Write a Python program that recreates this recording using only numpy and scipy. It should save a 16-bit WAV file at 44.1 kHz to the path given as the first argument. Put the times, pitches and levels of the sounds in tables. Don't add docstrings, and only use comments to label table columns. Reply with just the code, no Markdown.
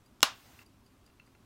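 import sys
import numpy as np
from scipy import signal
from scipy.io import wavfile
from scipy.ndimage import uniform_filter1d

SR = 44100
rng = np.random.default_rng(int(sys.argv[2]) if len(sys.argv) > 2 else 0)


def invert_db(x):
    u = np.asarray(x, float) / 20
    return 10 ** u


def materialize(psi):
    bounded = np.clip(np.atleast_2d(psi).T, -1, 1)
    quanta = np.round(bounded * 32767).astype(np.int16)
    wavfile.write(sys.argv[1], SR, quanta)


N = 63945
HIT = 6000
EDGE_HZ = 15900

CONTACT_S = [
    .2062,
    .2083,
    .2178,
    .2203,
    .2294,
    .2299,
    .2312,
    .2318,
    .2338,
    .2357,
]
MAIN_STRIKE = 4


def evened(x):
    return x / np.sqrt(np.mean(x ** 2) + 1e-20)


def read(points, hz):
    point_hz, value = np.transpose(points)
    return np.interp(np.log(hz + 1), np.log(point_hz + 1), value)


def add(mix, start_s, sound):
    part = mix[round(start_s * SR):][:len(sound)]
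    part += sound[:len(part)]


def ring(modes, tilt_db=0.):
    hz, db, t60 = np.transpose(modes)[:, :, None]
    t = np.arange(HIT) / SR
    level_db = db + tilt_db * np.log2(hz / 3000) - 60 * t / t60
    return (invert_db(level_db) * np.sin(2 * np.pi * hz * t)).sum(0)


def hiss(spectrum, patchy_db):
    frames, hz = N // 256 + 5, np.fft.rfftfreq(1024, 1 / SR)
    real, imaginary, patches = rng.standard_normal((frames, 513, 3)).T
    patches = uniform_filter1d(patches, size=8, axis=0)
    patches = evened(uniform_filter1d(patches, size=8, axis=1))
    level_db = read(spectrum, hz)[:, None] + patchy_db * patches
    z = (real + 1j * imaginary) * invert_db(level_db) * (hz < EDGE_HZ)[:, None]
    return evened(signal.istft(z, nperseg=1024, noverlap=768)[1][:N])


def fuzzy(lines):
    turn = np.arange(N) * 2j * np.pi / SR
    out = np.zeros(N)
    for (hz, width_hz, db), noise in zip(lines, rng.standard_normal((len(lines), 2, N))):
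        pole = np.exp(-np.pi * width_hz / SR)
        slow = signal.lfilter([1], [1, -pole], noise[0] + 1j * noise[1])
        out += invert_db(db) * evened((np.exp(turn * hz) * slow).real)
    return out


def room_air():
    # pitch_hz, level_db (per Hz)
    air_colour = [(240, -30.5), (400, -3), (446, -9.5), (588, -6.5), (893, -8.5), (1070, -6), (1840, -15),
                  (2550, -15), (16000, -26.5)]
    rumble_colour = [(18, -36), (30, -6), (43, -6.5), (92, -0.5), (166, -11.5), (200, -7), (265, -4.5),
                     (299, -13), (400, -11.5), (520, -47.5), (880, -120)]
    # pitch_hz, width_hz, level_db
    hum_lines = [(57, 6, -74.5), (106, 8, -72.5), (204, 13, -76.5), (259, 24, -76), (327, 10, -78)]
    air = invert_db(-68.5) * hiss(air_colour, patchy_db=-0.6)
    rumble = invert_db(-64.5) * hiss(rumble_colour, patchy_db=0.5)
    return air + rumble + fuzzy(hum_lines)


def movement():
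    beat_db = [-65, -68, -64, -63, -65, -63, -67]
    # delay_s, level_db
    steps = [
        (0, -2),
        (.0025, 0),
        (.013, -6),
    ]
    # pitch_hz, level_db, t60_s
    modes = [(4796, -1.5, 0.03), (4800, -8, 0.043), (8400, -7, .01), (9000, -9, 0.019), (9537, -13, .012)]
    first_s, every_s, jitter_s = .0602, .2005, .0004
    scratch_db, scratch_t60 = 2.5, .02
    scratch_band = signal.butter(1, (5500, 11500), "band", fs=SR)
    out, t = np.zeros(N), np.arange(HIT) / SR
    luck = rng.standard_normal((len(beat_db), len(steps)))
    for beat, db in enumerate(beat_db):
        for (delay_s, step_db), chance in zip(steps, luck[beat]):
            scratch = signal.lfilter(*scratch_band, rng.standard_normal(HIT))
            scratch = scratch * invert_db(scratch_db - 60 * t / scratch_t60)
            start_s = first_s + beat * every_s + delay_s + jitter_s * chance
            add(out, start_s, invert_db(db + step_db) * (ring(modes, chance) + scratch))
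    return out


def cover():
    # level_db, tilt_db_per_octave (positive is brighter), ring_share_db
    strikes = [(-31.5, -0.5, -18.5), (-52.5, -2, -12), (-49.5, -2.5, -13), (-60, -3.5, -10.5),
               (-4, 3.5, 0.5), (0, 4.5, -16.5), (-4.5, -2.5, 9.5), (-3.5, -9.5, -11), (-15.5, 4.5, -7),
               (-40.5, -6, -8)]
    # pitch_hz, level_db, t60_s
    rim_modes = [(820, -25.5, 0.023), (1050, -13, 0.0042), (1384, -13.5, .009), (2400, -17.5, 0.0019),
                 (3520, -4, 0.0055), (5210, -1.5, 0.003), (6930, -9, 0.0062), (9040, -22.5, 0.0043),
                 (12260, -15, 0.0013), (15200, -31.5, .003)]
    cover_modes = [(293, -24.5, 0.017), (670, -48, .06), (1245, -27.5, 0.048), (2895, -11.5, .024),
                   (3830, -14.5, 0.0093), (4190, -10, 0.02), (5100, -17.5, .02), (5956, -10.5, 0.0061),
                   (7235, -32.5, .02), (9300, -22.5, 0.0083), (10220, -27.5, .05), (12330, -42, 0.0065),
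                   (14240, -35, .018)]
    crack_db, crack_t60 = -19, .007
    soften = signal.butter(1, 7000, fs=SR)
    clack, bell, puff = np.zeros(N), np.zeros(N), np.zeros(N)
    t = np.arange(HIT) / SR
    for start_s, (db, tilt_db, ring_db) in zip(CONTACT_S, strikes):
        crack = signal.lfilter(*soften, rng.standard_normal(HIT))
        crack = crack * invert_db(crack_db + 2 * tilt_db - 60 * t / crack_t60)
        add(clack, start_s, invert_db(db) / 2 * (ring(rim_modes, tilt_db) + crack))
        add(bell, start_s, invert_db(db + ring_db) / 2 * ring(cover_modes, tilt_db))
    add(puff, CONTACT_S[MAIN_STRIKE], invert_db([13.5]))
    return clack, bell, puff


def scrape():
    # pitch_hz, width_hz, level_db
    scrape_lines = [(3100, 300, -6), (5300, 300, -2), (7500, 250, -1)]
    from_s, to_s, fade_s = .2145, .231, .0022
    t = np.arange(N) / SR
    drag = np.clip(np.minimum(t - from_s, to_s - t) / fade_s, 0, 1)
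    return invert_db(-61.5) * drag * fuzzy(scrape_lines)


def thump():
    out = np.zeros(N)
    body = [(90, -45.5, .06), (160, -40, .06), (270, -32, .05)]  # pitch_hz, level_db, t60_s
    add(out, CONTACT_S[MAIN_STRIKE], ring(body))
    return out


def room(x):
    # pitch_hz, t60_s
    decay = [(150, 0.1), (500, .22), (1200, .22), (2800, 0.25), (6000, 0.21), (12000, 0.12)]
    # pitch_hz, level_db
    colour = [(200, -24), (500, -3), (1100, 2), (2000, -7), (3000, -3), (6500, -9), (9000, -15),
              (15000, -20.5)]
    early_s, rise_s, early = .012, .03, invert_db(-1)
    reflections = np.zeros(SR // 2)
    at = np.arange(0, SR // 2 - 12, 12)
    reflections[at + rng.integers(0, 12, len(at))] = rng.choice([-1., 1.], len(at))
    hz, t, z = signal.stft(reflections, SR, nperseg=256)
    level_db = read(colour, hz)[:, None] - 60 * t / read(decay, hz)[:, None]
    tail = signal.istft(z * invert_db(level_db), SR, nperseg=256)[1]
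    tail_s = np.arange(len(tail)) / SR
    tail = tail * np.interp(tail_s, [.001, .004, early_s, early_s + rise_s], [0, early, early, 1])
    return signal.fftconvolve(x, tail / np.linalg.norm(tail))[:N]


def coarse_hiss():
    # pitch_hz, level_db
    coarse_colour = [(300, -7.5), (800, 1.5), (2000, -1.5), (5000, -5), (9500, -9), (10400, -16.5),
                     (11500, -10), (16000, -7.5)]
    from_s, to_s, fade_s = .23, .637, .003
    t = np.arange(N) / SR
    coarse = np.clip(np.minimum(t - from_s, to_s - t) / fade_s, 0, 1)
    return invert_db(-61.5) * coarse * hiss(coarse_colour, patchy_db=1.5)


def fingernail():
    # start_s, level_db, ring_share_db, tilt_db_per_octave (positive is brighter)
    taps = [
        (0.59, -53, 5, -2.5),
        (0.6153, -56, -1, -2),
        (.698, -76, -16, 7),
        (1.0748, -63.5, -3, 2),
        (1.099, -68, 2.5, -5),
        (1.1976, -53.5, 5, 1),
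        (1.275, -64, -18, -4.5),
        (1.349, -59, -3, -1),
    ]
    # pitch_hz, level_db, t60_s
    nail_modes = [(1423, -3, 0.034), (1770, 0.5, 0.018), (2070, 6, 0.015), (2310, -1.5, 0.012),
                  (4210, -5, 0.02), (6300, -10, 0.011)]
    back_modes = [(2698, 6, 0.028), (2770, -6, 0.015)]
    touch_s, back_lag_s = .0006, .0016
    out, t = np.zeros(N), np.arange(HIT) / SR
    back = (1 - np.exp(-(t / back_lag_s) ** 2)) * ring(back_modes)
    for start_s, db, ring_db, tilt_db in taps:
        nail = (1 - np.exp(-t / touch_s)) * ring(nail_modes, tilt_db)
        add(out, start_s, invert_db(db) * (nail + invert_db(ring_db) * back))
    return out


def scene():
    clack, bell, puff = cover()
    small = scrape() + movement() + fingernail()
    to_room = puff + invert_db(-6) * small + invert_db(-22.5) * (bell + clack)
    watch = clack + bell + small + invert_db(-11) * room(to_room)
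    low_cut = signal.butter(3, 590, "high", fs=SR, output="sos")
    watch = signal.sosfilt(low_cut, watch)
    return (watch + thump() + room_air())[None]


def roll_off(x):
    return signal.sosfilt(signal.butter(12, 17130, fs=SR, output="sos"), x)


def record(dry):
    x = dry + coarse_hiss()
    band_edge = signal.firwin(63, EDGE_HZ + 300, window=("kaiser", 7), fs=SR)
    x = signal.oaconvolve(x, band_edge[None], "same")
    mix = x * min(1, .9 / abs(x).max())
    return roll_off(mix)


dry = scene()
out = record(dry)
materialize(out)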